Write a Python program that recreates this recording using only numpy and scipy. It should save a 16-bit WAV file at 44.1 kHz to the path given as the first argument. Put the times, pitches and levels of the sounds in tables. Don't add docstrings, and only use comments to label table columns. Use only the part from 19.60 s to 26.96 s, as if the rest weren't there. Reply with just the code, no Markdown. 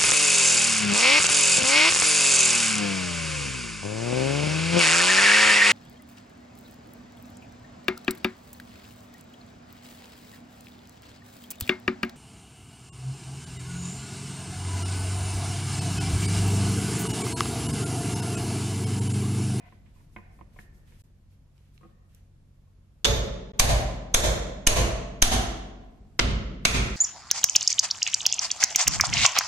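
import sys
import numpy as np
from scipy import signal
from scipy.fft import next_fast_len
from scipy.io import wavfile
from scipy.ndimage import uniform_filter1d

SR = 44100
rng = np.random.default_rng(int(sys.argv[2]) if len(sys.argv) > 2 else 0)


def voltage_ratio(decibels):
    exponent = np.asarray(decibels, float) / 20
    return 10 ** exponent


def to_wav(s):
    ch = np.atleast_2d(s).T
    pcm = np.round(np.clip(ch, -1, 1) * 32767)
    wavfile.write(sys.argv[1], SR, pcm.astype(np.int16))


N = 324576

# f/Hz, level/dB per Hz
AIR = [(15, -27), (25, -4.5), (60, -1.5), (110, -10), (180, -13), (260, -19.5), (420, -31), (750, -40),
       (1400, -45), (14500, -54.5)]
AIR_DB = -54.5
# f/Hz, width/Hz, level/dB
DRONE = [(30, 1.9, -4.5), (56, 1.8, -6.5), (90.4, 1.9, -10.5), (154, 4, -17), (194, 8, -15.5)]
# start t/s, rumble level/dB, hiss level/dB
STRETCHES = [
    (0, -59.5, 0.5),
    (1.43, -64.5, -1.5),
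    (3.2, -65, -1.5),
    (3.45, -59.5, 1),
]
# multiple of MOTOR_HZ/1, level/dB
MOTOR = [(1, -63), (2, -57), (3, -61), (4, -75)]
MOTOR_HZ, MOTOR_WAVER_DB = 46.7, 2.1
# f/Hz, likeness/1
LIKENESS = [(60, 0.86), (180, 0.99), (330, 0.76), (540, -0.022), (1610, -0.12), (4830, -0.042),
            (14400, -0.01)]
EDGES_HZ = 22 * 2 ** np.arange(0, 9.5, 1 / 3)

# start t/s, length t/s, low rub level/dB, bright rustle level/dB
STROKES = [(0.0, 0.059, -73, -89), (0.066, 0.087, -63.5, -77), (0.262, 0.028, -65, -82),
           (0.354, .09, -71, -72.5), (0.532, 0.047, -72, -70), (0.724, 0.078, -76, -74),
           (0.935, 0.059, -66, -72), (0.998, 0.018, -61, -63.5), (1.147, 0.036, -83, -71),
           (1.275, 0.081, -61, -69.5), (1.4, 0.0079, -66, -64.5), (1.707, .04, -71, -76),
           (1.957, 0.13, -69, -78), (2.145, 0.015, -68, -71.5), (2.212, 0.085, -69, -81),
           (2.494, .04, -70, -76), (2.548, 0.05, -68, -85)]
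GRIP_DB_PER_S, LET_GO_DB_PER_S = 700, 236
# start t/s, length t/s, level/dB, favoured f/Hz
DRAGS = [
    (0, 0.088, -79.5, 1500),
    (0.357, 0.06, -88, 1500),
    (.6, .15, -89, 2200),
    (2.26, .2, -96, 1150),
]
# f/Hz, level/dB, decay t60/s
DRAG_MODES = [(740, -3.5, 0.05), (1020, 0.5, 0.025), (1500, -8, 0.02), (1820, -8, .02), (2060, -4, 0.022),
              (2250, -6, .018), (2450, -8, 0.02)]
# f/Hz, level/dB, decay t60/s
LIFTED_MODES = [(205, 1, .12), (330, -7, .1), (420, -12, .08), (500, -7, .06), (740, -9, .07),
                (1095, -2, .045), (1230, -6, .06), (1600, -18, .04), (1830, -11, .03), (2400, -13, .03)]
LIFTED_S = 2.0
# t/s, peak level/dB, favoured f/Hz
KNOCKS = [(0.124, -48.5, 1000), (0.262, -62.5, 2300), (0.563, -37, 1700), (0.586, -44.5, 895),
          (0.79, -52.5, 800), (0.811, -47.5, 1080), (0.962, -50.5, 650), (0.966, -61, 2300),
          (0.989, -41.5, 1700), (1.283, -69, 1800), (1.322, -61, 1530), (2.211, -54, 1250),
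          (2.232, -48, 1090), (2.25, -48.5, 600), (3.074, -68, 800)]
# f/Hz, level/dB, decay t60/s
KNOCK_MODES = [(209, -5.5, 0.15), (355, -9, 0.1), (465, -12, 0.06), (605, -1, 0.04), (730, -3, 0.04),
               (1022, 3, 0.026), (1180, -12, 0.03), (1525, -10, 0.02), (1810, -1, 0.018), (2030, -7, .03),
               (2160, -1, 0.02), (2390, -1, 0.018), (2905, -12, .018)]
FAVOUR_DB_PER_OCT = 8.5
GRIT_DB, GRIT_T60_S = -19.5, 0.053
# t/s, peak level/dB, f/Hz
SNAPS = [
    (1.0894, -64, 3030),
    (1.9795, -54, 3390),
    (2.178, -43, 2680),
    (2.548, -44, 10000),
]

# f/Hz, level/dB, decay t60/s
WALLS = [(150, -6, 2.36), (390, 3.5, 1.41), (800, 5.5, 0.92), (1720, 4.5, 0.89), (3200, 4, 0.78),
         (7100, 7.5, 0.61), (10000, 9, 0.48), (14600, 6, 0.52)]
# f/Hz, width/Hz, share removed/1
NULLS = [(298, 64, 0.5), (835, 50, 0.4), (1197, 60, .3)]
SPOT_SHIFT = .04

# t/s, peak level/dB, room send level/dB, bench level/dB, boom level/dB
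FIRST_BLOW = [
    (3.4481, -1.5, -6, 3, -3),
]
TOP_BLOWS = [
    (3.9936, -2.5, 0.61, 8.3, 3.5),
    (4.5416, -5.5, 0.48, 6.7, 0.1),
    (5.0685, -3, 1, 7.2, 1.7),
    (5.6203, -2, 1, 4.5, -0.4),
]
SIDE_BLOW = [
    (6.5922, -4, -4.5, -4, -1.5),
]
LAST_BLOW = [
    (7.0508, -2.1, 0.015, 0.67, 0),
]
# head squeal f/Hz, squeal level/dB, thud f/Hz, thud level/dB
TOUCHES = [
    (6300, -16.5, 440, -32.5),
    (6250, -11, 170, -21.5),
    (6300, -9, 250, -20),
    (6400, -8, 280, -19.5),
    (6170, -11.5, 262, -18),
    (6120, -40, 343, -19.5),
    (6370, -13, 320, -27),
]
SQUEAL_DELAYS_S = [-.0027, -.0003, -.0001, -.0004, -.001, .0005, .0003]
SQUEAL_S, SQUEAL_PARTNER = .0036, 1.16
THUD_T60_S, THUD_PAN_DB = .05, 5
# delay t/s, level/dB
FIRST_CONTACTS = [
    (-.0024, 0.5),
    (.002, 3),
    (.005, 2),
    (.009, -0.5),
]
CONTACTS = [
    (-.002, -15),
    (0.0003, -4),
    (.0031, 5.5),
    (.0048, 2),
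    (.0075, -1),
    (.011, -6),
]
SIDE_CONTACTS = [
    (-.002, -25),
    (.0006, 6),
    (.0024, 2),
    (.0044, 3),
    (.006, 1),
]
# f/Hz, level/dB per Hz
FIRST_CRACK = [(88, -42.5), (150, -10.5), (1700, -16), (2590, -21.5), (3450, -6), (3950, -12.5),
               (7710, -17), (9700, -31.5), (11100, -30.5), (13200, -53), (14500, -83)]
TOP_CRACK = [(88, -38.5), (150, -15), (823, -16.5), (2640, -14.5), (2910, -11.5), (4180, -17), (6370, -9.5),
             (9700, -21.5), (10500, -19.5), (13700, -21), (14500, -41)]
SIDE_CRACK = [(88, -31), (150, 18.5), (595, -8), (1520, 7), (1770, -15), (2220, 5), (5160, 0.5),
              (7710, -10), (11500, -90), (12400, -29.5), (14500, -38)]
# f/Hz, level/dB, decay t60/s
FIRST_GUARD = [(1592, -15, 0.014), (2900, -17, .02), (3490, -2.5, 0.03), (4520, -13.5, 0.011),
               (5460, -10.5, 0.01), (6260, -12, 0.011), (7450, -8, 0.014)]
TOP_GUARDS = [
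    [(1090, -8, 0.017), (1590, -20.5, 0.01), (2970, -16, .02), (3750, -7, 0.028), (4700, -10.5, .02),
     (5440, -12, .015), (6250, -8, .012), (7490, -11.5, .015), (8750, -12, 0.022), (10150, -13, .035)],
    [(1500, -6, .018), (3040, -18, .012), (3490, -6, .03), (3800, -9, .02), (5500, -7.5, .02),
     (6230, -3.5, .02), (7300, -8, .02), (8860, -13, 0.022), (10400, -11, .035)],
    [(2104, -13.5, 0.018), (2500, -10, .018), (2900, -2.5, .025), (3680, -12.5, .02), (4830, -12, 0.018),
     (5200, -13.5, .015), (6660, -9, 0.018), (7100, -11, .015), (8350, -9.5, .02), (10500, -1.5, .035)],
    [(2830, -12.5, .02), (3166, -4, .025), (3800, -5, .025), (4614, -11.5, .02), (5280, -10.5, .02),
     (6000, -9.5, .02), (6520, -7, .02), (6850, -11, .015), (10250, -6, .035)],
]
SIDE_GUARD = [(1468, -8.5, 0.028), (2064, -5, 0.021), (2550, -21, 0.014), (3220, -16, 0.016),
              (5810, -30, 0.005), (7260, -14, 0.013), (10200, -44, 0.016)]
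LAST_GUARD = [(1549, -22, 0.024), (2256, -4.5, 0.04), (2734, -8, 0.028), (3200, -15, 0.013),
              (3870, -10.5, 0.017), (6530, -4, 0.012), (7700, -3, 0.0143), (10230, -14.5, 0.023)]
# f/Hz, level/dB, decay t60/s
HAMMER = [(6635, -28.5, .13), (6560, -33, .05), (6310, -31, .035), (6440, -30, .04), (8750, -33, .04),
          (10350, -32, .07), (12220, -38, .06), (13400, -37, .06)]
# guard f/Hz, guard ring level/dB, hammer ring level/dB
TONES = [
    (3570, -13, -13.5),
    (4430, -22.5, -4),
    (3530, -18.5, -5),
    (2426, -18, -4),
    (3550, -18, -1.5),
    (2020, -39, -25),
    (2307, -24, -7.5),
]
# f/Hz, level/dB, decay t60/s
BENCH = [(345, -15, .12), (378, -14, .12), (412, -17, .1), (447, -15, .1), (474, -14, .12), (510, -19, .1),
         (546, -13, .14), (580, -18, .1), (607, -13, .14), (640, -17, .1), (673, -14, .14), (705, -16, .1),
         (745, -14, .12), (770, -17, .09)]
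# f/Hz, level/dB, decay t60/s
BENCH_TOP = [(857, -16, 0.059), (950, -20.5, 0.046), (977, -17, 0.096), (1010, -15.5, 0.2),
             (1041, -26, 0.14), (1063, -19.5, 0.098)]
# low f/Hz, high f/Hz, upper modes level/dB
SPOTS = [
    (421, 634, -12),
    (610, 770, -8),
    (480, 680, -11),
    (460, 680, -4.5),
    (655, 940, -5),
    (340, 460, -20.5),
    (374, 400, -5.5),
]
SPOT_EDGE_DB_PER_OCT = 80
# f/Hz, level/dB
RINGS = [
    [(447, -15.5), (562, -13), (592, -22), (625, -25), (861, -22)],
    [(335, -26), (545, -22.5), (607, -17.5), (640, -17), (671, -17.5), (729, -20), (775, -22)],
    [(335, -22.5), (485, -23), (518, -26.5), (565, -13.5), (605, -19), (628, -16.5), (672, -24)],
    [(335, -21.5), (450, -24.5), (483, -17.5), (518, -20), (605, -14.5), (636, -17.5), (671, -19.5),
     (1085, -21.5)],
    [(224, -15.5), (248, -13), (330, -19), (672, -17), (694, -17.5), (728, -15.5), (760, -17)],
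    [(205, -17), (250, -12.5), (378, -17), (1030, -25)],
    [(205, -14.5), (250, -13.5), (378, -15.5), (432, -16), (453, -15.5)],
]
RING_T60_S, LOOSE_DB = 0.21, -6
MONO_BELOW_HZ = 400
SHIVER_DB, SHIVER_RISE_S, SHIVER_T60_S = -34, 0.018, 1.106
# f/Hz, level/dB per Hz
FIRST_WASH = [(88, -48), (150, -3), (216, 0), (287, -21), (329, -10), (473, -3.5), (760, -13.5),
              (1300, -11), (5790, -16), (6490, -18), (8490, -30.5), (11100, -28), (13700, -33),
              (14500, -73)]
TOP_WASH = [(88, -28), (150, -4), (304, -14), (410, -13.5), (580, -16), (850, -8), (1030, -15),
            (1410, -12.5), (3450, -11.5), (5060, -15.5), (6490, -15), (8170, -22), (10500, -20.5),
            (13400, -34.5), (14500, -58)]
SIDE_WASH = [(88, -3.5), (150, 2), (251, -3.5), (304, -10), (335, -3.5), (455, -17.5), (530, -4),
             (906, -13), (2100, -14.5), (4180, -15.5), (12700, -43), (14500, -82)]
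LAST_WASH = [(88, -7), (150, 0), (251, -4.5), (304, -7), (369, -13), (748, -9.5), (941, -17), (2060, -6),
             (6750, -16), (10500, -27.5), (11100, -76), (12700, -66), (14500, -79)]
# f/Hz, width/Hz, share removed/1 (below 0 added)
NODES = [
    [(2670, 300, 0.33), (1570, 200, 0.25)],
    [(1360, 150, 0.77), (2700, 230, .35), (3200, 250, 0.28), (5600, 710, 0.32), (440, 210, .5)],
    [(2570, 350, .4), (2900, 260, 0.98), (4740, 300, .75), (420, 120, .5), (7100, 500, -0.81),
     (3500, 300, -.5)],
    [(1490, 370, .3), (3570, 400, .3), (5420, 300, .35), (400, 120, 0.87), (4950, 250, .6),
     (2900, 200, -0.15)],
    [(2510, 410, .45), (3200, 500, -0.48), (1300, 100, -0.32), (162, 60, .8), (560, 100, 0.57)],
    [(1300, 220, -0.61), (1730, 330, 0.14), (2090, 140, -0.87), (3020, 380, -0.82), (3750, 180, -0.039),
     (774, 280, 0.42)],
    [(1270, 270, -1.1), (1700, 350, 0.45), (2450, 300, -0.68), (3030, 210, 0.59), (3380, 350, -0.48),
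     (6050, 370, 0.47)],
]
# f/Hz, level/dB, decay t60/s, build-up delay t/s
BOOM = [(31.5, -22, .65, 0), (47, -20, 1.4, .0013), (55, -12, .72, .0065), (66, -18, .88, .0045),
        (80, -23, .6, .003), (89.5, -18, .6, .0047), (100, -22, .6, .001), (111, -25, .7, .004),
        (123, -23, 1.0, .002), (147, -30, .9, .003), (210, -35, 1.1, .002), (250, -34, 1.0, .002)]

# t/s, duck level/dB, baseline sag/1
DUCKS = [
    (3.439, 0.4, 0.01),
    (3.994, 6, 0.1),
    (4.541, 7.5, 0.09),
    (5.067, 7.5, 0.13),
    (5.62, 8, 0.14),
    (6.59, 1.4, 0.03),
    (7.048, 7, 0.03),
]
DUCK_S, SAG_DELAY_S, SAG_S = 0.097, 0.0047, 0.031
# start t/s, end t/s
CUTS = [
    (1.421, 1.437),
    (3.92, 3.934),
]
# low f/Hz, high f/Hz, share/1
RIGHT_LIFT = [(1500, 3800, .06), (4000, 7000, 0.14), (8000, 10000, -0.094)]
MIC_TOP_HZ = 13900


def rms_one(x):
    return x / np.sqrt(np.mean(x ** 2) + 1e-20)


def at_hz(points, hz, axis=1):
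    points = np.array(points)
    return np.interp(np.log(hz), np.log(points[:, 0]), points[:, axis])


def ring(clicks, hz, t60):
    r = voltage_ratio(-60 / (max(t60, .002) * SR))
    w = 2 * np.pi * hz / SR
    return signal.lfilter([0, np.sin(w)], [1, -2 * r * np.cos(w), r * r], clicks + 1e-18)


def band(x, low_hz, high_hz, order=2):
    return signal.sosfilt(signal.butter(order, [low_hz, high_hz], "band", fs=SR, output="sos"), x)


def bank(size, gain, white=None):
    if white is None:
        white = rng.standard_normal((2, 2, size))
    out = 0
    for k, (low, high) in enumerate(zip(EDGES_HZ, EDGES_HZ[1:])):
        mid, side = band(white[k % 2], low, high)
        hz = np.sqrt(low * high)
        alike = np.clip(at_hz(LIKENESS, hz), -1, 1)
        stereo = np.sqrt(1 + alike) * mid + np.sqrt(1 - alike) * side * [[1], [-1]]
        out = out + gain(hz) * stereo
    return out


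def add(bus, sound, s):
    at = round(s * SR)
    bus[..., at:at + sound.shape[-1]] += sound[..., :N - at]


def modes(table, clicks, spread_db):
    strengths = voltage_ratio(spread_db * rng.standard_normal((len(table), 2, 1)))
    return sum(g * voltage_ratio(db) * ring(clicks, hz, t60) for g, (hz, db, t60) in zip(strengths, table))


def carve(x, dips):
    for hz, width, share in dips:
        x = x - np.clip(share, -1, 1) * band(x, hz - width / 2, hz + width / 2, order=1)
    return x


def favour(table, centre_hz, db_per_oct):
    return [(hz, db - db_per_oct * (hz > 500) * abs(np.log2(hz / centre_hz)), t60) for hz, db, t60 in table]


def room_tone():
    t = np.arange(N) / SR
    s, rumble_db, hiss_db = np.transpose(STRETCHES)
    now = np.searchsorted(s, t, side="right") - 1
    swell = voltage_ratio(rumble_db[now] + 55.5)
    hiss = voltage_ratio(hiss_db[now])
    air = rms_one(bank(N, lambda hz: voltage_ratio(at_hz(AIR, hz)) * (swell if hz < 420 else hiss)))
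    mid, side = rng.standard_normal((2, N))
    white = mid + .3 * side * [[1], [-1]]
    drone = 0
    for hz, width, db in DRONE:
        drone = drone + voltage_ratio(db) * rms_one(band(white, hz - width / 2, hz + width / 2, order=1))
    hum = 0
    for k, db in MOTOR:
        waver = np.interp(t, np.arange(41) / 5, rng.standard_normal(41))
        hum = hum + voltage_ratio(db + MOTOR_WAVER_DB * waver) * np.sin(2 * np.pi * round(k) * MOTOR_HZ * t)
    return voltage_ratio(AIR_DB) * air + voltage_ratio(AIR_DB + 4.0) * swell * drone + hum


def glove_strokes():
    grains = rng.standard_normal((2, 2, N)) * voltage_ratio(2 * rng.exponential(1, (2, 2, N)))
    rub = rms_one(band(grains[0], 1240, 3540))
    rustle = rms_one(band(grains[1], 3800, 14500))
    rubbing, t = 0, np.arange(N) / SR
    for s, length, rub_db, rustle_db in STROKES:
        before, after = np.maximum(s - t, 0), np.maximum(t - s - length, 0)
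        loss_db = GRIP_DB_PER_S * before + LET_GO_DB_PER_S * after
        grip = voltage_ratio(-np.minimum(loss_db, 200))
        rubbing = rubbing + grip * (voltage_ratio(rub_db - 6.5) * rub + voltage_ratio(rustle_db) * rustle)
    return rubbing


def blade_drags():
    out = np.zeros((2, N))
    for s, length, db, centre_hz in DRAGS:
        slips = rng.standard_normal((2, SR // 2)) * (np.arange(SR // 2) < length * SR)
        dragged = favour(DRAG_MODES if s < LIFTED_S else LIFTED_MODES, centre_hz, db_per_oct=3)
        add(out, voltage_ratio(db) * modes(dragged, slips, spread_db=5.5), s)
    return out


def workshop(x):
    t = np.arange(int(1.6 * SR)) / SR
    tail = bank(len(t), lambda hz: (hz > 110) * voltage_ratio(at_hz(WALLS, hz) - 60 * t / at_hz(WALLS, hz, axis=2)))
    tail *= (t > .003) * (1 + 0.52 * voltage_ratio(-60 * t / 0.027))
    out = np.zeros((2, N))
    starts = [0] + [round(row[0] * SR) - 200 for row in DUCKS] + [N]
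    shifts = rng.uniform(-SPOT_SHIFT, SPOT_SHIFT, len(starts))
    for a, b, shift in zip(starts, starts[1:], shifts):
        echoes = signal.resample(tail, next_fast_len(int(len(t) * (1 + shift))), axis=1)
        add(out, signal.fftconvolve(x[None, a:b], voltage_ratio(-31.5) * echoes, axes=1), a / SR)
    return carve(out, NULLS)


def blade_knocks():
    out, click = np.zeros((2, N)), np.eye(1, SR // 2)[0]
    grind = voltage_ratio(GRIT_DB - 60 * np.arange(SR // 2) / SR / GRIT_T60_S)
    for s, db, centre_hz in KNOCKS:
        soft = band(click + grind * rng.standard_normal((2, SR // 2)), 100, 2900, order=4)
        struck = favour(KNOCK_MODES if s < LIFTED_S else LIFTED_MODES, centre_hz, FAVOUR_DB_PER_OCT)
        add(out, voltage_ratio(db - 2.5) * modes(struck, soft, spread_db=3.5), s)
    return out


def glove_snaps():
    out = np.zeros((2, N))
    for s, db, hz in SNAPS:
        burst = rng.standard_normal((2, 400)) * voltage_ratio(-60 * np.arange(400) / SR / 0.009)
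        add(out, voltage_ratio(db + 3) * band(burst, hz / 1.6, min(hz * 1.6, 15000)), s)
    return out


def touch(delay, squeal_hz, squeal_db, thud_hz, thud_db):
    t = np.arange(4096) / SR - .005
    pressed = np.sin(np.pi * np.clip((t - delay) / SQUEAL_S, 0, 1) ** .7)
    squeal = np.sin(2 * np.pi * squeal_hz * t) + .3 * np.sin(2 * np.pi * SQUEAL_PARTNER * squeal_hz * t)
    thud_fade = voltage_ratio(thud_db - 60 * np.maximum(t, 0) / THUD_T60_S)
    thud = thud_fade * np.sin(2 * np.pi * thud_hz * np.maximum(t - .002, 0))
    return voltage_ratio(squeal_db) * pressed * squeal + thud * voltage_ratio(THUD_PAN_DB * np.array([[1], [-1]]))


def blow(contacts, crack, guard):
    clicks = np.zeros(4096)
    for delay, db in contacts:
        clicks[round((.005 + delay) * SR)] = voltage_ratio(db)
    fade = signal.lfilter([1], [1, -voltage_ratio(-60 / (0.0084 * SR))], clicks)
    grit = fade * rms_one(bank(len(clicks), lambda hz: voltage_ratio(at_hz(crack, hz))))
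    return 0.22 * modes(guard, clicks, spread_db=4.0) + 0.4 * grit


def hammer_head(guard_hz, guard_db, head_db):
    click = np.eye(1, SR // 2)[0]
    head = voltage_ratio(head_db + 2.5) * modes(HAMMER, click, spread_db=3.0)
    return head + voltage_ratio(guard_db) * ring(np.roll(click, 400), guard_hz, .007)


def bench_ring(spot, rings, bench_db):
    low_hz, high_hz, upper_db = spot
    t = np.arange(SR) / SR
    shiver = voltage_ratio(SHIVER_DB - 60 * t / SHIVER_T60_S) * (1 - np.exp(-t / SHIVER_RISE_S))
    near = []
    for hz, db, t60 in BENCH:
        octaves_off = np.log2(max(low_hz / hz, hz / high_hz, 1))
        near.append((hz, db + LOOSE_DB - SPOT_EDGE_DB_PER_OCT * octaves_off, t60))
    near += [(hz, db + upper_db, t60) for hz, db, t60 in BENCH_TOP]
    near += [(hz, db, RING_T60_S) for hz, db in rings if hz > MONO_BELOW_HZ]
    deep = [(hz, db, RING_T60_S) for hz, db in rings if hz <= MONO_BELOW_HZ]
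    deep = deep or [(250, -30.5, RING_T60_S)]
    wide = .85 * rng.standard_normal((2, SR)) + .55 * rng.standard_normal(SR)
    narrow = .3 * rng.standard_normal((2, SR)) + rng.standard_normal(SR)
    upper = modes(near, shiver * wide, spread_db=2.5)
    lower = modes(deep, shiver * narrow, spread_db=1.0)
    return voltage_ratio(bench_db - 12) * (upper + lower)


def wash(colour):
    click = np.eye(1, 8192)[0] * [[[1], [0]], [[-1], [0]]]
    shaped = bank(0, lambda hz: voltage_ratio(at_hz(colour, hz)), white=click)[0]
    return rms_one(shaped) / np.sqrt(len(shaped))


def standing_waves(push):
    sides = voltage_ratio(np.outer(1.4 * (-1) ** np.arange(len(BOOM)) + .6, [-1, 1]))
    boom = 0
    for side, (hz, db, t60, lag) in zip(sides, BOOM):
        late = np.roll(push, round(lag * SR))
        late[late > 0] *= voltage_ratio((hz > 70) * 2.0 * rng.standard_normal(len(DUCKS)))
        boom = boom + side[:, None] * voltage_ratio(db) * (ring(late, hz, t60) - ring(late, hz, 0.21))
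    return boom


def hammering():
    direct, send, push = np.zeros((2, N)), np.zeros(N), np.zeros(N)
    blows = [(FIRST_BLOW[0], FIRST_CONTACTS, FIRST_CRACK, FIRST_GUARD, FIRST_WASH)]
    blows += [(row, CONTACTS, TOP_CRACK, guard, TOP_WASH) for row, guard in zip(TOP_BLOWS, TOP_GUARDS)]
    blows += [(SIDE_BLOW[0], SIDE_CONTACTS, SIDE_CRACK, SIDE_GUARD, SIDE_WASH)]
    blows += [(LAST_BLOW[0], SIDE_CONTACTS, SIDE_CRACK, LAST_GUARD, LAST_WASH)]
    places = zip(TONES, SPOTS, NODES, RINGS, SQUEAL_DELAYS_S, TOUCHES)
    for (row, contacts, crack, guard, colour), (tone, spot, nodes, rings, delay, first) in zip(blows, places):
        s, peak_db, send_db, bench_db, boom_db = row
        head = hammer_head(*tone)
        add(direct, voltage_ratio(peak_db) * blow(contacts, crack, guard) + touch(delay, *first), s - .005)
        add(direct, bench_ring(spot, rings, bench_db), s)
        add(direct, 0.22 * head, s)
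        add(send, voltage_ratio(send_db + 9.0) * carve(wash(colour), nodes), s)
        add(send, head[0], s)
        push[round((s + .001) * SR)] = voltage_ratio(boom_db)
    return direct, send, standing_waves(push)


def scene():
    tone = room_tone()
    rubbing = glove_strokes()
    handled = blade_drags() + blade_knocks() + glove_snaps()
    direct, send, boom = hammering()
    send += .14 * carve(handled[0], [(1022, 160, .6)])
    return direct + boom + handled + rubbing + workshop(send) + tone


def masked_treble(x, below_db):
    hz, _, z = signal.stft(x, SR, nperseg=2048)
    power = np.abs(z[:, :1024]) ** 2
    bands = power.reshape(2, 128, 8, -1).sum(axis=2)
    chance = 3 * uniform_filter1d(rng.standard_normal(bands.shape[1:]), size=9, axis=1)
    limit = power.sum(axis=(0, 1)) * voltage_ratio(2 * below_db + 11 * chance)
    muted = np.repeat(bands.sum(axis=0) < limit, 8, axis=0) & (hz[:1024, None] > 7600)
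    kept = np.vstack([np.where(muted, .1, 1), np.ones((1, z.shape[-1]))])
    return signal.istft(z * kept, SR, nperseg=2048)[1][:, :N]


def top_cut(x):
    return signal.sosfilt(signal.butter(12, 15050, fs=SR, output="sos"), x)


def record(dry):
    t, duck_db, kick, gate = np.arange(N) / SR, np.zeros(N), np.zeros(N), np.ones(N)
    for s, depth_db, sag in DUCKS:
        corners = s + np.cumsum([.006, .008, DUCK_S - .02, .01])
        duck_db -= depth_db * np.interp(t, corners, [0, 1, 1, 0])
        at = round((s + SAG_DELAY_S) * SR)
        kick[at:] -= 2.7 * sag * np.maximum(1 - t[:N - at] / SAG_S, 0)
    low = signal.sosfiltfilt(signal.butter(2, 900, fs=SR, output="sos"), dry)
    bass = signal.sosfiltfilt(signal.butter(1, 110, fs=SR, output="sos"), dry)
    out = bass * voltage_ratio(1.8 * duck_db) + (low - bass) * voltage_ratio(1.1 * duck_db) + (dry - low) * voltage_ratio(duck_db)
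    out += band(kick, 3, 50, order=1)
    for low_hz, high_hz, share in RIGHT_LIFT:
        out += share * band(out, low_hz, high_hz, order=1) * [[-1], [1]]
    for start, end in CUTS:
        gate *= np.interp(t, [start - .001, start, end, end + 0.0021], [0.99, 0.01, 0.0068, 0.99])
    limited = 0.92 * np.tanh(out * gate / 1.112)
    heard = signal.sosfilt(signal.butter(10, MIC_TOP_HZ, fs=SR, output="sos"), limited)
    mix = masked_treble(heard, below_db=-47.0)
    return top_cut(mix)


dry = scene()
out = record(dry)
to_wav(out)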